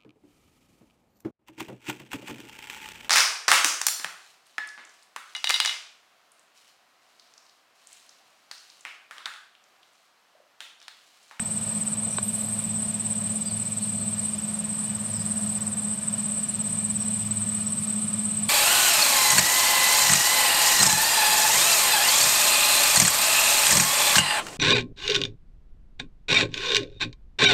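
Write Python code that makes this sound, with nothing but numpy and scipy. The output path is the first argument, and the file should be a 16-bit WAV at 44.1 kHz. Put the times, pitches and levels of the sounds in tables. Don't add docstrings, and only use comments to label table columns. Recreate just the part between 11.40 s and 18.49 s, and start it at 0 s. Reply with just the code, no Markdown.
import sys
import numpy as np
from scipy import signal
from scipy.fft import rfft, irfft
from scipy.io import wavfile

SR = 44100
rng = np.random.default_rng(int(sys.argv[2]) if len(sys.argv) > 2 else 0)


def generate_wav(signal):
    frames = np.transpose(np.atleast_2d(signal))
    scaled = np.clip(frames, -1, 1) * 32767
    pcm = np.round(scaled).astype(np.int16)
    wavfile.write(sys.argv[1], SR, pcm)


N = 312669
TIME_S = np.arange(N) / SR

# time_s, firing_hz
FIRING_RATE = [(0, 106.9), (1, 107.2), (2.2, 106.7), (3.2, 106.1), (4.5, 105.7), (5.6, 106), (6.3, 105.8),
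               (7.09, 106.2)]
# time_s, level_db
FIRING_LEVEL = [(0, -47), (.28, -41.5), (.47, -53), (.6, -46.5), (1.4, -39.5), (1.5, -49.5), (1.66, -41),
                (2.02, -50), (2.22, -39.3), (2.75, -40.5), (2.92, -52), (3.5, -53), (3.78, -39.5),
                (4.1, -41.5), (4.4, -49.5), (4.85, -51.5), (6.02, -39), (6.55, -47)]
OCTAVE_LEVEL = [(0, -38.5), (1.2, -35.3), (2.9, -37), (4.1, -34.5), (4.75, -36.5), (5.5, -34.5),
                (7.09, -33.5)]
# firing_multiple, level_db
DRIVELINE_TONES = [(1.52, -54), (1.87, -47.5), (2.66, -69)]
# time_s, pitch_hz, level_db
WHINE = [(0, 376, -70.5), (2.5, 364, -62.5), (5, 340.6, -69), (7.09, 337, -62.5)]
# time_s, discs_db, swish_db, blades_db
MOWER_LEVELS = [(0, -48.5, -50, -50), (.6, -48, -50.5, -50.5), (2.6, -49, -52.5, -51), (3.4, -50, -50, -52),
                (4.3, -49.3, -49, -52), (5.2, -51, -51, -50.5), (6, -51.5, -50, -50),
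                (6.6, -52, -51.5, -51), (7.09, -50, -50.5, -48.5)]
# freq_hz, relative_density_db
RUMBLE_SPECTRUM = [(20, -27), (42, -26), (62, -22), (85, -9), (105, -4), (122, -6.5), (160, -1), (205, 1.5),
                   (245, -6.5), (290, -19), (400, -23), (700, -26.5)]
DISC_SPECTRUM = [(250, -13), (360, -9), (440, -9), (540, 0), (670, 2), (770, -4), (1000, -10.5)]
SWISH_SPECTRUM = [(600, -15), (820, -4.5), (1000, 1.5), (1250, 0.5), (1500, -4), (1850, -2.5),
                  (2150, -14.5), (3200, -23)]
BLADE_SPECTRUM = [(2100, -12), (2380, -0.5), (2650, -8), (2950, -1), (3250, -9), (3550, -2), (3800, -9),
                  (4100, -3.5), (4500, -15)]
FIELD_SPECTRUM = [(1200, -13.5), (2100, -3.5), (3000, -6), (4100, -3.5), (4700, -2.5), (5500, -1),
                  (6200, -6), (7200, -3), (10000, -4.5), (11500, -8.5), (14500, -11.5)]
WHIRR_SPECTRUM = [(1130, -9), (1270, 0), (1420, -16)]
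HIGH_HISS_SPECTRUM = [(9800, -4), (11500, 2), (12600, 0), (14500, -4)]
# start_s, end_s, strokes_per_s, effort_db
QUICK_BOUTS = [(-.047, 7.1, 19.485, 0)]
SLOW_BOUTS = [(-.0115, 2.88, 16.8, -.8), (3.322, 3.58, 17.8, -4), (3.732, 4.53, 16.9, -.3),
              (4.674, 7.1, 17.03, .4)]
QUICK_STROKE = dict(hz=8310, climb_hz=190.3, sag_after_s=.0135, sag_hz_per_s=90000, attack_s=0.0046, hold_s=0.013, release_db_per_s=2311)
SLOW_STROKE = dict(hz=8154, climb_hz=259.2, sag_after_s=.0147, sag_hz_per_s=55000, attack_s=0.0074, hold_s=0.0074, release_db_per_s=2400)
# start_s, end_s, period_s, pitch_hz, pulses_per_s, level_db
CHIRP_RUNS = [(-.005, 5, .245, 9150, 120, -42.5), (5.11, 7.2, .219, 9150, 120, -42.5),
              (.13, 2.1, .261, 8990, 124, -43), (2.26, 4.7, .291, 8990, 124, -43),
              (.13, 2, .249, 8610, 138, -37.5), (2.45, 3, .42, 8610, 138, -36.5),
              (3.43, 4.2, .233, 8610, 138, -38), (4.52, 5.6, .46, 8610, 138, -36.5),
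              (5.74, 7, .29, 8610, 138, -38.5)]
# strokes_per_s, offset_hz, level_db
FAR_TRILLS = [(15.45, -280, -48), (21.76, -120, -41), (17.97, 280.5, -34.5), (23.9, -520, -47.5)]
# start_s, length_s, first_hz, middle_hz, last_hz, level_db, rasp_hz
BIRD_NOTES = [(0.689, 0.09, 6100, 5790, 5700, -51, 230), (.82, 0.093, 12000, 12800, 14600, -49, 170),
              (0.88, 0.22, 10160, 10100, 10300, -50, 165), (.92, .13, 14570, 14100, 14540, -55, 51),
              (1.182, 0.095, 14600, 13170, 12000, -58, 150), (1.885, .11, 7300, 7160, 7120, -50, 29),
              (2.045, .082, 4760, 4770, 3650, -46, 34), (2.41, 0.043, 4550, 4280, 3780, -48.5, 27.6),
              (2.55, 0.11, 4195, 4250, 4205, -55, 68), (3.42, 0.14, 2910, 2980, 3000, -58, 20),
              (3.718, .13, 5750, 5100, 5050, -49.5, 170), (4.21, 0.02, 5300, 5650, 6000, -52, 18.5),
              (5.064, 0.022, 5315, 5750, 6080, -52, 18.5), (5.583, 0.02, 5200, 5650, 6200, -51, 19.8),
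              (5.6, .03, 5600, 5620, 5350, -46, 20), (6.255, 0.055, 5250, 5610, 5250, -50, 40)]
# freq_hz, level_db, rise_s
TICK_MODES = [(440, -33, 0.0019), (650, -31, 0.0018), (1080, -24, 0.0012), (1490, -28.5, 0.0012),
              (2530, -33, 0.00086), (3150, -34, 0.00075), (3820, -26.5, 0.00046)]


def undb(db):
    return 10 ** (np.asarray(db) / 20)


def unit_rms(x):
    return x / np.sqrt(np.mean(x ** 2))


def curves(table):
    time_s, *columns = np.transpose(table)
    return [np.interp(TIME_S, time_s, column) for column in columns]


def drift(rate_hz):
    freq_hz = np.arange(N // 2 + 1) * SR / N
    return unit_rms(irfft(rfft(rng.standard_normal(N)) / (1 + (freq_hz / rate_hz) ** 4), N))


def noise(spectrum):
    log_freq = np.log(np.arange(1, N // 2 + 2) * SR / N)
    hz, db = np.transpose(spectrum)
    beyond = np.abs(log_freq - np.clip(log_freq, np.log(hz[0]), np.log(hz[-1])))
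    gain = undb(np.interp(log_freq, np.log(hz), db) - 57 * beyond)
    return unit_rms(irfft(rfft(rng.standard_normal(N)) * gain, N))


def tone(hz):
    return np.sqrt(2) * np.sin(2 * np.pi * np.cumsum(hz) / SR)


def reverb(x, t60_s, wet_db):
    t = TIME_S[:SR // 2]
    tail = rng.standard_normal(len(t)) * np.exp(-np.log(1000) * t / t60_s)
    return x + undb(wet_db) * signal.fftconvolve(x, tail / np.linalg.norm(tail))[:N]


def tractor(rumble_db=-40, firing_flutter_db=2, octave_flutter_db=1.14):
    firing_hz, = curves(FIRING_RATE)
    firing_db = curves(FIRING_LEVEL)[0] - .5 + firing_flutter_db * drift(6)
    octave_db = curves(OCTAVE_LEVEL)[0] - .36 + octave_flutter_db * drift(5.8)
    exhaust = tone(firing_hz) * undb(firing_db) + tone(2 * firing_hz) * undb(octave_db)
    driveline = sum(tone(multiple * firing_hz + 1.405 * drift(3.7)) * undb(db + 3.8 * drift(3.2))
                    for multiple, db in DRIVELINE_TONES)
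    whine_hz, whine_db = curves(WHINE)
    whine = tone(whine_hz) * undb(whine_db + 1.6 * drift(4.3))
    return exhaust + driveline + whine + noise(RUMBLE_SPECTRUM) * undb(rumble_db)


def mowers(blade_trim_db=.5, flutter_db=.77):
    discs_db, swish_db, blades_db = curves(MOWER_LEVELS)
    parts = [(DISC_SPECTRUM, discs_db), (SWISH_SPECTRUM, swish_db),
             (BLADE_SPECTRUM, blades_db + blade_trim_db)]
    return sum(noise(spectrum) * undb(db + flutter_db * drift(11.5)) for spectrum, db in parts)


def field_hiss(level_db=-48, flutter_db=.71):
    return noise(FIELD_SPECTRUM) * undb(level_db + flutter_db * drift(4))


def wing_stroke(t, hz, climb_hz, sag_after_s, sag_hz_per_s, attack_s, hold_s, release_db_per_s):
    pitch_hz = hz - climb_hz * np.exp(-t / .004) - sag_hz_per_s * np.maximum(t - sag_after_s, 0)
    attack_db = -12 * np.maximum(1 - t / attack_s, 0) ** 1.06
    release_db = release_db_per_s * np.maximum(t - attack_s - hold_s, 0)
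    return pitch_hz, attack_db - release_db


def trill(bouts, stroke, level_db, detune_hz, wobble_hz, roughness, spread_db, slip, offset_hz=0):
    strokes = [(start_s, effort_db) for first_s, end_s, strokes_per_s, effort_db in bouts
               for start_s in np.arange(first_s, end_s, 1 / strokes_per_s)]
    t = TIME_S[:int(.03 * SR)]
    stroke_hz, stroke_db = wing_stroke(t, **stroke)
    pitch_hz, envelope = np.full(N, stroke_hz[0]), np.zeros(N)
    for start_s, effort_db in strokes:
        tuning, force, slip_shift, slip_depth = rng.standard_normal(4)
        i = int(start_s * SR) + np.arange(len(t))
        heard = (i >= 0) & (i < N)
        slip_s = .009 + .00391 * slip_shift
        gap = np.exp(-((t - slip_s) / .0008) ** 2) * min(slip * abs(slip_depth), 1)
        pitch_hz[i[heard]] = (stroke_hz + detune_hz * tuning + 250 * gap)[heard]
        envelope[i[heard]] = (undb(stroke_db + effort_db + spread_db * force) * (1 - gap))[heard]
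    carrier = tone(pitch_hz + offset_hz + wobble_hz * drift(451.4))
    grain = 1 + roughness * drift(550) + .054 * drift(1180)
    return carrier * envelope * grain * undb(level_db)


def chirps(pitch_hz, pulses_per_s, level_db, centres_s, length_s=.072, ring_s=.0046, sag_hz=260):
    nearest = np.searchsorted((centres_s[1:] + centres_s[:-1]) / 2, TIME_S)
    gate = np.exp(-(2 * (TIME_S - centres_s[nearest]) / length_s) ** 6)
    phase = np.cumsum(pulses_per_s * (1 + .03 * drift(20))) / SR % 1
    pulses = unit_rms(np.exp(-phase / pulses_per_s / ring_s) * np.sin(np.pi * phase))
    gain = undb(level_db + .92 * rng.standard_normal(len(centres_s)))[nearest]
    return tone(pitch_hz + sag_hz * (1 / 3 - phase) + 70 * drift(298)) * pulses * gate * gain


def far_trill(strokes_per_s, offset_hz, level_db):
    bouts = [(second + rng.uniform(0, 1 / strokes_per_s), second + 1,
              strokes_per_s * rng.uniform(.96, 1.04), 0) for second in range(8)]
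    return trill(bouts, SLOW_STROKE, level_db, detune_hz=50.3, wobble_hz=90,
                 roughness=.31, spread_db=1, slip=.8, offset_hz=offset_hz)


def crickets(chorus_db=-42.5, chorus_hz=(8470, 8600, 8710)):
    near = trill(QUICK_BOUTS, QUICK_STROKE, level_db=-28.5, detune_hz=18, wobble_hz=31.8,
                 roughness=.1, spread_db=.3, slip=.3)
    near += trill(SLOW_BOUTS, SLOW_STROKE, level_db=-25, detune_hz=20.4, wobble_hz=29.95,
                  roughness=.28, spread_db=1, slip=1.1)
    for start_s, end_s, period_s, pitch_hz, pulses_per_s, level_db in CHIRP_RUNS:
        near += chirps(pitch_hz, pulses_per_s, level_db, np.arange(start_s, end_s, period_s))
    far = sum(far_trill(*cricket) for cricket in FAR_TRILLS)
    for pitch_hz in chorus_hz:
        centres_s = np.cumsum(rng.uniform(.14, .24, size=48)) - .2
        far += chirps(pitch_hz, rng.uniform(115, 140), chorus_db, centres_s)
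    return reverb(near, t60_s=.08, wet_db=-18) + reverb(far, t60_s=.1, wet_db=-8)


def birds():
    calls, rasp = np.zeros(N), drift(190)
    for start_s, length_s, first_hz, middle_hz, last_hz, level_db, rasp_hz in BIRD_NOTES:
        progress = np.linspace(0, 1, int(length_s * SR))
        i = int(start_s * SR) + np.arange(len(progress))
        arch = np.polyfit([0, .5, 1], [first_hz, middle_hz, last_hz], 2)
        pitch_hz = np.polyval(arch, progress) + rasp_hz * rasp[i]
        calls[i] += tone(pitch_hz) * undb(level_db) * signal.windows.tukey(len(i), .5)
    return reverb(calls, t60_s=.48, wet_db=-6)


def tick(start_s=.7839):
    t = np.maximum(TIME_S - start_s, 0)
    return sum(np.sqrt(2) * np.sin(2 * np.pi * hz * t) * undb(db) * t / rise_s * np.exp(1 - t / rise_s)
               for hz, db, rise_s in TICK_MODES)


def high_hiss(peak_s=1.08, spread_s=.2, level_db=-53):
    swell = np.exp(-((TIME_S - peak_s) / spread_s) ** 2)
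    return noise(HIGH_HISS_SPECTRUM) * undb(level_db) * swell


def mower_whirr(start_s=5.77, swell_s=.6, level_db=-55, flutter_db=1):
    swell = np.clip((TIME_S - start_s) / swell_s, 0, 1)
    return noise(WHIRR_SPECTRUM) * undb(level_db + flutter_db * drift(12)) * swell


def scene():
    mix = field_hiss() + tractor() + mowers() + mower_whirr() + crickets() + birds() + high_hiss()
    return (mix + tick())[None]


def record(dry, cutoff_hz=14600):
    return signal.sosfilt(signal.ellip(10, .2, 80, cutoff_hz, fs=SR, output="sos"), dry)


dry = scene()
out = record(dry)
generate_wav(out)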